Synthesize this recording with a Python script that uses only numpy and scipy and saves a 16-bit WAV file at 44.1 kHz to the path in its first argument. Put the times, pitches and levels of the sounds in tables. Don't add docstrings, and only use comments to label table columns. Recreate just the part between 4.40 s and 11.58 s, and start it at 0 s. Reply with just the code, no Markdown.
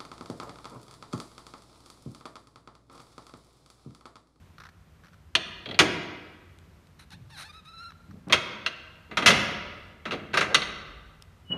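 import sys
import numpy as np
from scipy import signal
from scipy.fft import rfft, irfft, next_fast_len
from scipy.io import wavfile
from scipy.ndimage import uniform_filter1d, minimum_filter1d, map_coordinates

SR = 44100
rng = np.random.default_rng(int(sys.argv[2]) if len(sys.argv) > 2 else 0)


def dump(signal):
    limited = np.clip(np.atleast_2d(signal).T, -1, 1)
    pcm = np.round(limited * 32767).astype(np.int16)
    wavfile.write(sys.argv[1], SR, pcm)


N = 316593
TIME = np.arange(N) / SR
TOP_HZ = 14300


def amp(db):
    return 10 ** (np.asarray(db) / 20)


def unit(x):
    return x / np.sqrt(np.mean(x ** 2) + 1e-20)


def along(points, hz):
    freqs, values = np.transpose(points)
    return np.interp(np.log(hz + 1), np.log(freqs + 1), values)


def spectrum(points):
    return lambda hz: amp(along(points, hz))


def filtered(x, response):
    size = next_fast_len(len(x) + 8192)
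    return irfft(rfft(x, size) * response(np.fft.rfftfreq(size, 1 / SR)), size)[:len(x)]


def noise(response, size):
    return unit(filtered(rng.standard_normal(size), response))


def wobble(rate):
    return map_coordinates(rng.standard_normal(int(N * rate / SR) + 4), [TIME * rate])


def add(track, start_s, sound):
    start = round(start_s * SR)
    track[start:start + len(sound)] += sound[:max(N - start, 0)]


def burst(response, t60_s, rise_s, crack=0):
    t = np.arange(SR // 2) / SR
    decay = amp(-60 * t / max(t60_s, .003)) + crack * amp(-60 * t / .012)
    shape = decay * (1 - np.exp(-t / rise_s))
    return unit(noise(response, len(t)) * shape) * np.sqrt(np.mean(shape ** 2))


# freq_hz, t60_s
ROOM_DECAY = [(100, 1.06), (400, 1.29), (1500, 1.23), (3000, 1.09), (5000, 0.95), (8000, .5), (13000, 0.7)]
# freq_hz, level_db
ROOM_COLOUR = [(100, 1.5), (400, -5.5), (1000, -7.5), (2200, -9.5), (4000, -13.5), (7000, -13.5),
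               (13000, -14)]
def with_room(x, wet_db, build_s=0.004):
    hz, t, reflections = signal.stft(rng.standard_normal(SR * 3 // 2), SR, nperseg=256)
    t60 = along(ROOM_DECAY, hz)[:, None]
    equal_energy = np.sqrt(2 * np.log(1000) / (t60 * SR))
    fade = amp(-60 * t / t60) * equal_energy * (1 - np.exp(-t / build_s))
    colour = amp(along(ROOM_COLOUR, hz) + wet_db)[:, None]
    echo = signal.istft(reflections * fade * colour, SR)[1]
    return signal.fftconvolve(x, echo) + np.pad(x, (0, len(echo) - 1))


# freq_hz, level_db
ROOM_TONE = [(15, -45), (25, -14), (95, 1), (125, -19.5), (146, -3.5), (202, -13.5), (243, -14.5),
             (278, -19.5), (573, -24.5), (879, -26.5), (1060, -25.5), (2430, -32), (11500, -46),
             (13800, -44.5), (15000, -67)]
def room_tone(level_db=-55):
    return amp(level_db + 0.9 * wobble(5)) * noise(spectrum(ROOM_TONE), N)


# start_s, crest_s, end_s, crest_db
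BOOT_SWINGS = [(4.3, 5.0, 5.9, -53), (5.9, 6.45, 7.1, -49.5)]
def swings():
    rumble = noise(spectrum([(20, -20), (46, 3), (75, -5), (140, -37.5), (400, -100)]), N)
    swell = sum(amp(db) * np.interp(TIME, [start, crest, end], [0, 1, 0])
                for start, crest, end, db in BOOT_SWINGS)
    return swell * rumble


# start_s, length_s, first_slip_db
CREAK_SPELLS = [(0.182, 0.045, -41.5), (0.235, 0.05, -42), (0.635, 0.05, -49.5), (0.729, 0.02, -51),
                (3.503, 0.018, -45), (3.708, 0.008, -47)]
# freq_hz, level_db
CREAK_COLOUR = [(300, -23), (800, -13), (1200, -0.5), (1600, -1), (1900, -7.5), (2900, -18.5),
                (4000, -14.5), (5000, -19.5), (6000, -17), (6600, -31), (12000, -35)]
def creaks(gap_s=0.012, uneven=0.2, fade_db_per_s=57):
    out = np.zeros(N)
    for start_s, length_s, first_slip_db in CREAK_SPELLS:
        spell = np.zeros(SR)
        for t in np.arange(0, length_s, gap_s):
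            slip_s = abs(t + uneven * gap_s * rng.standard_normal())
            slip = burst(spectrum(CREAK_COLOUR), t60_s=0.033, rise_s=0.00034)
            add(spell, slip_s, amp(first_slip_db - fade_db_per_s * t) * slip)
        add(out, start_s, with_room(spell, wet_db=-7))
    return out


# start_s, level_db, hollow_hz
BOOT_BUMPS = [(1.269, -39.5, 183), (1.402, -17, 332), (2.73, -44.5, 150), (2.801, -44, 128.5),
              (3.682, -40, 148.5), (3.731, -40.5, 160), (3.868, -35, 179.1), (4.693, -46, 250.6),
              (4.784, -28, 204), (5.667, -34, 207), (5.746, -38, 256), (6.1, -31.5, 495),
              (7.1, -31.5, 199.5), (7.128, -33, 224)]
def bumps(sharpness=3, slap=0.074, slack_hz=100, taut_hz=960, taut_from_hz=170):
    out = np.zeros(N)
    for start_s, level_db, hollow_hz in BOOT_BUMPS:
        tautness = 1 / (1 + (taut_from_hz / hollow_hz) ** 20)
        edge_hz = slack_hz + (taut_hz - slack_hz) * tautness
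        hollow = lambda hz: 1 / np.sqrt(1 + (sharpness * (hz / hollow_hz - hollow_hz / (hz + 1))) ** 2)
        colour = lambda hz: (hollow(hz) + slap * hz / (hz + 400)) / (1 + (hz / edge_hz / 2) ** 4)
        bump = burst(colour, t60_s=0.23, rise_s=0.0067)
        add(out, start_s, amp(level_db) * with_room(bump, wet_db=0))
    return out


# start_s, level_db
TOOL_TICKS = [(2.187, -42.5), (2.471, -49), (2.705, -41), (2.977, -39), (2.992, -42), (3.885, -39),
              (6.823, -33)]
def ticks():
    out = np.zeros(N)
    colour = spectrum([(500, -16.5), (1500, 1), (4000, 6), (7000, -1), (11000, -3.5), (14000, -19)])
    for start_s, level_db in TOOL_TICKS:
        tick = burst(colour, t60_s=0.007, rise_s=0.00051)
        add(out, start_s, amp(level_db) * with_room(tick, wet_db=-8))
    return out


def squeal(crest_s=7.127, crest_hz=2925, crest_db=-26.5, linger_db=-41, sag_hz_per_s=500, waver_hz=22):
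    t = TIME - crest_s
    pitch_hz = crest_hz - sag_hz_per_s * t + waver_hz * wobble(120)
    phase = 2 * np.pi * np.cumsum(pitch_hz) / SR
    rise_db = crest_db + 647.5 * t
    fall_db = np.maximum(crest_db - 800 * t, linger_db)
    level = amp(np.where(t < 0, rise_db, fall_db) + 1.5 * wobble(130))
    return with_room(np.sqrt(2) * level * np.sin(phase), wet_db=-7)[:N]


# centre_hz, width_hz, level_db
KNOCK_PEAKS = [(957, 18, 3), (1184, 61, -2.5), (1317, 380, -2.5), (1586, 16, 0), (1983, 20, -1),
               (2043, 76, -2.5), (2330, 22, -4.5), (2595, 100, -3.5), (2822, 150, -1), (3100, 46, -8),
               (3237, 47, 4), (3490, 100, -3.5), (3820, 30, -2.5), (3960, 53, 1), (4465, 230, -2.5),
               (5100, 18, -1.5), (5300, 15, -1.5), (6203, 12, 1.5), (6400, 18, 0), (7000, 9.1, 4.5),
               (8900, 38, 2)]
def knock_colour(hz, bed_db=-11):
    peaks = sum(amp(db) ** 2 / (1 + (2 * (hz - centre) / width) ** 2) for centre, width, db in KNOCK_PEAKS)
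    return np.sqrt(peaks + amp(bed_db) ** 2)


# start_s, clack_db, hardness_db (ring over clack), ring_hz, thud_db
BLOWS = [(0.952, -17, 4.5, 3040, -30), (1.258, -37, 2, 3270, -38.5), (1.289, -39, 2.5, 3260, -35.5),
         (1.311, -35, 1.5, 3230, -36.5), (1.344, -39, 2.5, 3270, -39.5), (1.39, -10, -5, 2920, -24.5),
         (1.398, -14.5, 1, 3290, -22), (3.898, -32, -9, 2650, -30.5), (3.9243, -16, 2.5, 3360, -34),
         (3.929, -14.5, -4, 3370, -25), (4.262, -22.5, 0.5, 2850, -41), (4.712, -38, -10, 2870, -37),
         (4.771, -19, -6, 3300, -32), (4.823, -26, -7, 3180, -27), (4.8599, -7.5, -6.5, 2920, -15.5),
         (4.868, -7, 1, 2884, -35), (4.878, -12, 1.5, 3110, -24.5), (4.904, -17.5, -2.5, 3540, -21.5),
         (5.654, -30, -9, 2800, -35.5), (5.709, -29.5, -4, 2800, -36), (5.719, -29, -3.5, 2800, -29),
         (5.729, -31.5, -6.5, 3100, -38.5), (5.933, -31, -8, 2650, -31), (5.94, -22.5, -9, 2650, -30),
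         (5.972, -17, -6, 2630, -25.5), (6.009, -19.5, -8, 2650, -27), (6.145, -12.5, 0.5, 2930, -32),
         (6.151, -23.5, 2, 2790, -28.5), (6.219, -28, 0, 2650, -40)]
# freq_hz, level_db
CLACK_COLOUR = [(350, -29), (620, 2), (780, -11), (1000, -5), (1250, 1), (1600, 0), (2200, 3), (2600, -0.5),
                (3200, -25.5), (5000, -52)]
RING_COLOUR = [(1500, -26.5), (2400, -9), (2750, -2), (3150, -2.5), (3500, 1.5), (4300, -0.5),
               (4900, -14.5), (7000, -50)]
SNAP_COLOUR = [(3000, -26), (4900, 0.5), (5600, 4.5), (6900, -3), (7900, -10), (9000, -8), (10500, -14.5),
               (13500, -22), (15000, -44)]
THUD_COLOUR = [(35, -37.5), (70, -8.5), (120, -2), (205, 1.5), (255, -6.5), (305, -0.5), (374, 2),
               (480, -2), (620, -0.5), (760, -4), (1500, -49)]
def knocks(ring_width_hz=300, focus=1.3, spot_db=1.1, usual_clack_db=-15, usual_hardness_db=-5):
    out = np.zeros(N)
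    clack_band_hz = CLACK_COLOUR[0][0], CLACK_COLOUR[-1][0]
    for start_s, clack_db, hardness_db, ring_hz, thud_db in BLOWS:
        tilt_db_per_octave = 0.45 * (hardness_db - usual_hardness_db)
        rattle_s = 0.083 * 2 ** (-hardness_db / 9)
        snap_over_clack_db = 0.58 * clack_db + 0.38 * hardness_db - 1
        contact_s = 0.0007 * amp(0.45 * (usual_clack_db - clack_db))
        spot = np.transpose([np.geomspace(500, 12000, 28), spot_db * rng.standard_normal(28)])
        body = lambda hz: amp(along(spot, hz)) * knock_colour(hz)
        tilt = lambda hz: amp(tilt_db_per_octave * np.log2(np.clip(hz, *clack_band_hz)))
        peak = lambda hz: 1 + focus / (1 + (2 * (hz - ring_hz) / ring_width_hz) ** 2)
        woody = lambda hz: amp(along(CLACK_COLOUR, hz)) * body(hz) * tilt(hz)
        pitched = lambda hz: amp(along(RING_COLOUR, hz)) * body(hz) * peak(hz)
        bright = lambda hz: amp(along(SNAP_COLOUR, hz)) * body(hz)
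        clack = amp(clack_db) * burst(woody, rattle_s, rise_s=contact_s, crack=.5)
        ring = amp(clack_db + hardness_db) * burst(pitched, rattle_s, rise_s=.0005, crack=.7)
        snap = amp(clack_db + snap_over_clack_db) * burst(bright, rattle_s, rise_s=.00033, crack=.46)
        thud = amp(thud_db) * burst(spectrum(THUD_COLOUR), t60_s=0.18, rise_s=.0047)
        add(out, start_s, with_room(clack + ring + snap + thud, wet_db=0.5))
    return out


# start_s, crest_s, end_s, crest_db, end_slip_hz (at both ends), crest_slip_hz, pointedness
TOOL_STROKES = [(2.586, 2.598, 2.65, -52, 640, 570, 4), (2.70, 2.728, 2.765, -49, 900, 760, 4),
                (2.896, 3.008, 3.12, -43.5, 900, 600, 5), (3.088, 3.099, 3.12, -51, 1220, 1240, 3),
                (3.122, 3.162, 3.212, -49.5, 1200, 1315, 1.6), (3.245, 3.285, 3.35, -50.5, 1235, 1295, 1.5),
                (3.33, 3.451, 3.51, -44, 1320, 1375, 1.1)]
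FAST_SLIP_HZ = 1334
def grip(swell_db=12, touch_s=0.0071):
    slip_hz, strength = np.full(N, float(FAST_SLIP_HZ)), np.zeros(N)
    for start_s, crest_s, end_s, crest_db, end_slip_hz, crest_slip_hz, pointedness in TOOL_STROKES:
        pressure = np.sin(np.interp(TIME, [start_s, crest_s, end_s], [0, np.pi / 2, 0])) ** pointedness
        contact = np.clip(np.minimum(TIME - start_s, end_s - TIME) / touch_s, 0, 1)
        slip_hz = np.where(contact > 0, end_slip_hz + (crest_slip_hz - end_slip_hz) * pressure, slip_hz)
        strength += contact * amp(crest_db + swell_db * (np.sqrt(pressure) - 1))
    return slip_hz, strength


def roughness(slip_hz, touching, least=0.1, rough_below_hz=735, bite_s=0.012):
    rough = least + (1 - least) / (1 + (slip_hz / rough_below_hz) ** 12)
    for start_s in TIME[1:][touching[1:] & ~touching[:-1]]:
        rough += (TIME >= start_s) * np.exp(-np.abs(TIME - start_s) / bite_s)
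    return np.clip(rough, 0, 1)


# freq_hz, level_db
SQUEAK_COLOUR = [(400, -4), (800, 1), (1250, -0.5), (1380, 7), (1900, -4), (2700, -8.5), (3400, -9.5),
                 (4000, 2.5), (4600, -13), (5500, -15), (6500, -22.5), (7700, -29), (9500, -26.5),
                 (12500, -39.5)]
RASP_COLOUR = [(400, -15), (900, -2.5), (1700, 2), (2700, -4), (3400, -9.5), (4000, 4), (4700, -11.5),
               (6000, -7.5), (7400, -20), (9500, -7.5), (10600, -14), (12000, -17.5), (14000, -27)]
def scrape(jitter=0.093, waver=0.008, rough_waver=0.05, shimmer_db=2, harmonics=19):
    slip_hz, strength = grip()
    touching = strength > 0
    rough = roughness(slip_hz, touching)
    pitch_hz = slip_hz * (1 + jitter * rough * wobble(500) + (waver + rough_waver * rough) * wobble(60))
    phase = 2 * np.pi * np.cumsum(pitch_hz) / SR
    tilt_db_per_octave = 5.5 * np.log2(FAST_SLIP_HZ / pitch_hz[touching])
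    squeak, power = np.zeros(N), np.zeros(touching.sum())
    for k in range(1, harmonics + 1):
        hz = k * pitch_hz[touching]
        colour_db = along(SQUEAK_COLOUR, hz) + tilt_db_per_octave * np.log2(k)
        size = amp(colour_db + shimmer_db * wobble(65)[touching]) * (hz < TOP_HZ)
        squeak[touching] += size * np.sin(k * phase[touching])
        power += size ** 2 / 2
    squeak[touching] /= np.sqrt(power)
    puffs = 1 + 0.24 * np.cos(phase)
    rasp = unit(noise(spectrum(RASP_COLOUR), N) * puffs * amp(2 * wobble(260)))
    friction = np.sqrt(1 - rough ** 2) * squeak * amp(wobble(90)) + rough * rasp
    return with_room(strength * friction, wet_db=-3.5)[:N]


def scene():
    return (knocks() + ticks() + creaks() + bumps() + scrape() + squeal() + room_tone() + swings())[None]


def record(dry, ceiling=0.7, low_cut_hz=36):
    needed_gain = ceiling / np.maximum(np.abs(dry[0]), ceiling)
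    gain = uniform_filter1d(minimum_filter1d(needed_gain, size=90), size=90)
    passband = lambda hz: (hz < TOP_HZ) * hz ** 4 / (hz ** 4 + low_cut_hz ** 4)
    return filtered(dry[0] * gain, passband)[None]


dry = scene()
out = record(dry)
dump(out)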